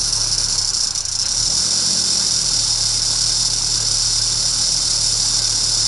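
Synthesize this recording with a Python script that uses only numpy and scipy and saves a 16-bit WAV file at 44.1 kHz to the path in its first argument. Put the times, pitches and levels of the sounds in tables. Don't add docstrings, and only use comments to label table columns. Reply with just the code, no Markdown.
import sys
import numpy as np
from scipy import signal
from scipy.fft import rfft, irfft
from scipy.io import wavfile
from scipy.ndimage import uniform_filter1d

SR = 44100
rng = np.random.default_rng(int(sys.argv[2]) if len(sys.argv) > 2 else 0)


def generate_wav(sig):
    pcm = np.round(np.clip(np.atleast_2d(sig).T, -1, 1) * 32767).astype(np.int16)
    wavfile.write(sys.argv[1], SR, pcm)


N = 258867

# time in seconds, firings per second.
SPEED = [(0.0, 34.41), (0.1, 36.68), (0.54, 34.29), (0.85, 30.48), (1.09, 27.28), (1.26, 29.91),
         (1.49, 40.19), (1.7, 45.31), (1.89, 46.14), (2.12, 44.33), (2.43, 40.6), (2.64, 37.13),
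         (2.8, 36.43), (3.24, 37.62), (3.95, 36.59), (4.25, 36.86), (4.64, 38.24), (5.2, 36.67),
         (5.87, 36.59)]
# time in seconds, exhaust change in dB, wash level in dB.
LOAD = [(0, 0.5, -37), (.52, 1, -35), (.68, 1, -38.5), (.95, -5, -38.5), (1.15, -5.5, -40),
        (1.35, 0, -37.5), (1.6, 5, -36), (1.95, 6.5, -36.5), (2.35, 2, -36), (2.7, -0.5, -36.5),
        (4.2, 0.5, -36.5), (5.87, -0.5, -36.5)]
# frequency in Hz, gain in dB.
PIPE = [(27, -34), (31, -40), (36, -36), (40, -39.5), (46, -56.8), (60, -51.0), (74, -50.5), (84, -43.5),
        (95, -47.5), (108, -37), (116, -43), (126, -50.5), (137, -52), (148, -46.5), (165, -44), (185, -47),
        (225, -39.5)]
# multiples of the firing rate, and the strength of each in dB before PIPE and LOAD.
MULTIPLES = (1, 2, 3, 4, 4.8)
MULTIPLE_DB = (1, -2, 2.5, 1, -8)
# multiple of the firing rate, mean level in dB.
UNEVEN = [(.8, -56), (2.2, -57), (2.8, -52), (3.8, -57), (4.2, -58)]
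# multiple of the firing rate, level at idle in dB.
GROWL = [(5.2, -59), (6.4, -59), (7, -59), (7.4, -59), (7.8, -60), (8.6, -60)]
# frequency in Hz, relative density in dB per Hz.
WASH = [(15, -30), (25, -16), (46, -20.5), (74, -18), (119, -11.5), (199, -15), (426, -17), (557, -15.5),
        (698, -17.5), (858, -13.5), (1240, -17), (1530, -13), (1800, -26), (3130, -21), (3400, -29),
        (4420, -10), (7480, -120)]
# frequency in Hz, left-right correlation (0 to 1).
SAME = [(60, 0.9), (130, 1), (270, 0.91), (570, 0.92), (1200, 0.91), (2530, 0.97), (5350, 0.96),
        (11300, 0.88)]
# time in seconds, peak in dB
# before TYPED_LIFT_DB.
TAPS = [(0.5565, -8), (0.5809, -7), (0.5859, -9), (0.5908, -11), (0.5967, -16), (0.6037, -15), (0.6163, -8),
        (0.6241, -11), (0.6279, -15), (0.6481, -9), (0.6548, -11), (0.6641, -16), (0.6758, -8),
        (0.6815, -10), (0.6909, -10), (0.6971, -16), (0.7037, -9), (0.7352, -9), (0.7444, -9),
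        (0.7501, -10), (0.7603, -10), (0.769, -9), (0.7749, -9), (0.7822, -14), (0.7942, -12), (0.804, -13),
        (0.8079, -8), (0.8118, -11), (0.8192, -15), (0.8265, -11), (0.8354, -8), (0.8393, -8), (0.8453, -8),
        (0.8522, -9), (0.8722, -7), (0.8788, -15), (0.8855, -13), (0.9082, -7), (0.9514, -8), (0.9583, -8),
        (0.9785, -8), (0.9859, -9), (1.0075, -8), (1.0532, -7), (1.0856, -8), (1.0919, -14), (1.1164, -11),
        (1.1238, -8), (1.1288, -11), (1.1432, -16), (1.1532, -8), (1.1583, -8), (1.1901, -9), (1.1971, -8),
        (1.2014, -12), (1.2109, -14), (1.217, -10), (1.2214, -12), (1.2276, -9), (1.2325, -16),
        (1.2575, -13), (1.2628, -8), (1.2674, -14), (1.2853, -9), (1.2917, -9), (1.2953, -13),
        (1.3089, -15), (1.3124, -10), (1.3185, -9), (1.3248, -9), (1.3406, -13), (1.3486, -8),
        (1.3526, -12), (1.3583, -14), (1.3638, -16), (1.3686, -16), (1.3728, -8), (1.3801, -8),
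        (1.3882, -13), (1.3936, -13)]
# start in seconds, length in seconds.
PAUSES = [(0.111, 0.016), (0.187, 0.015), (0.305, 0.01), (0.36, 0.023), (0.394, 0.007), (0.472, 0.014),
          (1.489, 0.012), (1.56, 0.011), (1.696, 0.013), (2.092, 0.011), (2.295, 0.015), (2.524, 0.011),
          (2.578, 0.016), (2.765, 0.012), (2.847, 0.009), (2.984, 0.012), (3.008, 0.012), (3.201, 0.009),
          (3.25, 0.011), (3.313, 0.01), (3.439, 0.012), (3.491, 0.01), (3.549, 0.014), (3.727, 0.015),
          (3.786, 0.018), (3.839, 0.011), (3.892, 0.022), (3.975, 0.009), (4.202, 0.017), (4.753, 0.012),
          (4.888, 0.014), (4.994, 0.014), (5.401, 0.02), (5.484, 0.012)]
# time in seconds, level in dB before the shading.
CHATTER = [(0, -27), (.55, -28), (.9, -32.5), (1.1, -28.5), (1.35, -26.5), (1.6, -22), (2.5, -24.5),
           (5.87, -23.5)]
# frequency in Hz, bandwidth in Hz, relative strength in dB.
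PLATE = [(3630, 64, -14), (4340, 40, -10), (4500, 30, -10), (4650, 70, -6), (4855, 50, -4), (5045, 35, -4),
         (5180, 40, 0), (5370, 70, -2), (5470, 60, -2), (5720, 80, 0), (5800, 50, -3), (6020, 50, -4),
         (6170, 55, -8), (7020, 80, -5), (7400, 60, -10), (8230, 80, -10), (8440, 57, -12), (9390, 73, -12),
         (9980, 53, -15), (10200, 100, -15), (10600, 60, -16)]
# frequency in Hz, relative density in dB per Hz.
CRACK = [(1060, -51), (1800, -30), (2110, -15.5), (2420, -21), (3300, -14.5), (3530, -6.5), (3900, -5.5),
         (5240, 2.5), (5910, -3), (6420, -3.5), (7140, 0), (7760, -10.5), (8370, -11), (8830, -11.5),
         (11000, -17), (14300, -54), (22000, -120)]
# time in seconds, then
# gain in dB at 3950, 4500, 5150, 6150, 7000 and 9500 Hz.
SHADE = [(.2, -3.5, -0.5, -1.8, 0.83, -1, 4), (.7, -6, 0.5, 0.037, -2.5, 2.5, 1.5),
         (1.1, -5.5, -7, -2.5, -1.2, 0.5, -.5), (1.8, -0.9, 2, -0.17, -2.8, 1.5, 2.1)]
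SHADE_HZ = (3950, 4500, 5150, 5600, 6150, 7000, 9500)
# centre in Hz, width in Hz, gain in dB.
DIPS = [(4260, 230, -2), (4410, 47, -3.5), (5100, 36, -7), (5556, 58, -6), (7900, 68, 4.5)]
STOP_S = (1.3, 1.7)
# frequency in Hz, left over right in dB.
LEFT = [(60, 0.0), (110, -0.5), (190, -0.5), (340, -0.5), (620, -0.5), (1100, -0.5), (1970, 0.0),
        (3530, -0.5), (6310, -2.0), (11300, -2.5)]

IDLE_PER_S = 37
PORT_RAD = .055
GROWL_DB_PER_HZ, ROAR_DB_PER_HZ = .7, .3
PUFF_S, PUFF_LENGTH_S, PUFF_DB, PUFF_UPPER_DB = 1.245, .022, 3, 5
BOUNCE_S, BOUNCE_SPREAD_S = .0036, .0017
BURST_TURNS, EARLIER_PER_HZ = -.26, .017
TAP_DB, LULL_DB = -8, -5
SCATTER_DB, SPEED_DB_PER_HZ = 1.3, 0.02
PAUSE_DB, RETURN_DB = -11, -2
TYPED_LIFT_DB = 0.7
CHATTER_PER_S = 770
BEAT_S = .001835
EDGE_HZ = 11030


def gain_of(db):
    return 10 ** (np.asarray(db) / 20)


def evened(x):
    return x / np.sqrt(np.mean(x ** 2) + 1e-20)


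def read(points, hz):
    f, value = np.transpose(points)
    return np.interp(np.log(hz + 1), np.log(f + 1), value)


def curves(rows, t):
    s, *columns = np.transpose(rows)
    return [np.interp(t, s, c) for c in columns]


def drift(width):
    size = max(round(width * SR), 2)
    smooth = uniform_filter1d(rng.standard_normal(N), size)
    return evened(uniform_filter1d(smooth, size))


def firings():
    return np.cumsum(curves(SPEED, np.arange(N) / SR)[0]) / SR


def main_taps():
    gap, scatter = rng.exponential(1, (2000, 2)).T
    s = np.cumsum(BOUNCE_S + BOUNCE_SPREAD_S * gap)
    typed_s, typed_db = np.transpose(TAPS)
    outside_stumble = (s < typed_s[0] - BOUNCE_S) | (s > typed_s[-1] + BOUNCE_S)
    keep = (s < N / SR) & outside_stumble
    s, scatter = s[keep], scatter[keep]

    over_idle = curves(SPEED, s)[0] - IDLE_PER_S
    cycle = firings()[(s * SR).astype(int)] - BURST_TURNS + EARLIER_PER_HZ * over_idle
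    peak_db = TAP_DB + LULL_DB * np.sin(np.pi * cycle) ** 2
    peak_db = peak_db - SCATTER_DB * scatter + SPEED_DB_PER_HZ * over_idle

    start, length = np.transpose(PAUSES)
    back = start + length
    paused = ((s[:, None] > start - BOUNCE_S) & (s[:, None] < back - BOUNCE_S)).any(1)
    peak_db = peak_db + PAUSE_DB * paused
    back_db = np.full(len(back), TAP_DB + RETURN_DB)
    return np.r_[s, back, typed_s], np.r_[peak_db, back_db, typed_db + TYPED_LIFT_DB]


def tap_sound(shared):
    hz, t = np.fft.rfftfreq(len(shared), 1 / SR), np.arange(len(shared)) / SR
    blip_hz = 5550 * rng.uniform(.98, 1.02)
    blip = np.exp(-.5 * ((t - .002) / .00038) ** 2) * np.sin(2 * np.pi * (blip_hz * t + rng.random()))
    blip = blip - 0.062 * np.roll(blip, -round(BEAT_S * SR)) * (t < .002)
    tick = np.diff(rng.standard_normal(len(t) + 1)) * np.exp(-t / 0.003)

    blow = shared + 0.81 * rng.standard_normal(len(t))
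    dense = evened(irfft(rfft(blow) * gain_of(read(CRACK, hz))))
    treble = signal.butter(4, 7700, "high", fs=SR, output="sos")
    top = signal.sosfilt(treble, dense)
    dense = dense + top * (4.5 * np.exp(-t / 0.0017) - .3)
    dense = dense * gain_of(-60 * t / 0.078)

    ring = np.zeros(len(t))
    for (f, width, db), more_db in zip(PLATE, 2.5 * rng.standard_normal(len(PLATE))):
        decay = gain_of(db + more_db) * np.exp(-np.pi * width * t)
        ring += decay * np.sin(2 * np.pi * (f * t + rng.random()))
    spread = 1 - np.exp(-t / 0.00034)
    return blip + gain_of(-19.5) * tick + gain_of(-13.0) * dense * spread + gain_of(-12.5) * ring * spread ** 3


def rattle(count=20):
    s, peak_db = main_taps()
    main = np.zeros(N)
    main[np.clip(((s - .002) * SR).astype(int), 0, N - 1)] = gain_of(peak_db)
    lead = 8192
    main = np.r_[main[-lead:], main]

    bounce = signal.lfilter([1], [1, -np.exp(-1 / (0.019 * SR))], main)
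    shake = 0.76 + .3 * bounce / bounce.mean()
    strength = gain_of(0.56 * np.minimum(rng.exponential(1, N + lead), 4))
    swarm = strength * (rng.random(N + lead) < shake * CHATTER_PER_S / SR)

    spot = rng.integers(0, count, N + lead)
    shared = rng.standard_normal(lead)
    sounds = [tap_sound(shared) for _ in range(count)]

    def struck(train):
        return sum(signal.oaconvolve(train * (spot == k), sound)[lead:N + lead] for k, sound in enumerate(sounds))

    small, big = struck(swarm), struck(main)
    level_db, = curves(CHATTER, np.arange(N) / SR)
    hz, t, z = signal.stft(gain_of(level_db) * evened(small) + big, SR, nperseg=256)
    bands = curves(SHADE, t)
    bands.insert(3, 0 * t)
    shade_db = np.array([np.interp(hz, SHADE_HZ, frame) for frame in np.transpose(bands)])
    return signal.istft(z * gain_of(shade_db.T), SR, nperseg=256)[1][:N]


def exhaust():
    t = np.arange(N) / SR
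    per_s, load_db, turns = curves(SPEED, t)[0], curves(LOAD, t)[0], firings()
    main = [(k, db + load_db + read(PIPE, k * per_s)) for k, db in zip(MULTIPLES, MULTIPLE_DB)]
    growl = [(k, db + GROWL_DB_PER_HZ * (per_s - IDLE_PER_S)) for k, db in GROWL]
    ports = PORT_RAD * np.array([[1], [-1]])
    hum = np.zeros((2, N))
    for k, db in main + UNEVEN + growl:
        level = np.sqrt(2) * gain_of(db + 0.38 * k * drift(0.088))
        cycles = k * turns + rng.random() + 0.002 * k ** 2 * drift(0.035)
        hum += level * np.sin(np.sqrt(k) * ports + 2 * np.pi * cycles)
    return hum


def wash():
    frames, hz = N // 256 + 5, np.fft.rfftfreq(1024, 1 / SR)
    a, b, c, d, patches = rng.standard_normal((frames, 513, 5)).T
    patches = evened(uniform_filter1d(uniform_filter1d(patches, 10, 0), 12, 1))
    t = (np.arange(frames) - 2) * 256 / SR
    puff = np.exp(-.5 * ((t - PUFF_S) / PUFF_LENGTH_S) ** 2)
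    level_db = curves(LOAD, t)[1] + PUFF_DB * puff
    upper_db = 0.34 + PUFF_UPPER_DB * puff

    same = np.clip(read(SAME, hz), -1, 1)[:, None]
    left = a + 1j * b
    right = same * left + np.sqrt(1 - same ** 2) * (c + 1j * d)
    z = np.array([left, right])

    colour = gain_of(read(WASH, hz))
    colour /= np.sqrt(np.mean((colour * (hz > 260) * (hz < 1700)) ** 2))
    over_idle = curves(SPEED, t)[0] - IDLE_PER_S
    z *= gain_of(ROAR_DB_PER_HZ * np.outer((hz > 250) & (hz < 650), over_idle))
    z *= colour[:, None] * gain_of(1.3 * patches + level_db + upper_db * (hz > 1700)[:, None])
    noise = signal.istft(z, nperseg=1024, noverlap=768)[1][:, :N] / np.sqrt(1024)
    return noise * gain_of(3.0 + 1.02 * np.cos(2 * np.pi * (firings() + 0.36)))


def workshop(x):
    taps = np.zeros((2, SR // 2))
    at = np.arange(80, SR // 2 - 20, 20)
    at = at + rng.integers(0, 20, (2, len(at)))
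    np.put_along_axis(taps, at, rng.choice([-1., 1.], at.shape), 1)
    hz, t, z = signal.stft(taps, SR, nperseg=256)
    decay_s = read([(3000, 0.12), (6000, 0.22), (10000, 0.35)], hz)[:, None]
    colour_db = read([(3000, 10), (5500, 3.5), (10000, 8)], hz)[:, None]
    tail = signal.istft(z * gain_of(-60 * t / decay_s + colour_db), SR, nperseg=256)[1]
    return signal.fftconvolve(x[None], tail / np.linalg.norm(tail[0]), axes=1)[:, :N]


def scene():
    hz, walking = np.fft.rfftfreq(N, 1 / SR), rattle()
    dips_db = 0.23 + sum(db * np.exp(-.5 * ((hz - f) / width) ** 2) for f, width, db in DIPS)
    standing = irfft(rfft(walking) * gain_of(dips_db), N)
    metal = walking + (standing - walking) * np.interp(np.arange(N) / SR, STOP_S, (0, 1))
    return metal + gain_of(-9.5) * workshop(metal) + exhaust() + wash()


def record(dry):
    lean_db = read(LEFT, np.fft.rfftfreq(N, 1 / SR)) / 2
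    heard = irfft(rfft(dry) * gain_of([lean_db, -lean_db]), N)
    heard = .7 * np.tanh(heard / .7)
    band_limit = signal.firwin(1601, EDGE_HZ, window=("kaiser", 5), fs=SR)
    return signal.oaconvolve(heard, band_limit[None], "same")


dry = scene()
out = record(dry)
generate_wav(out)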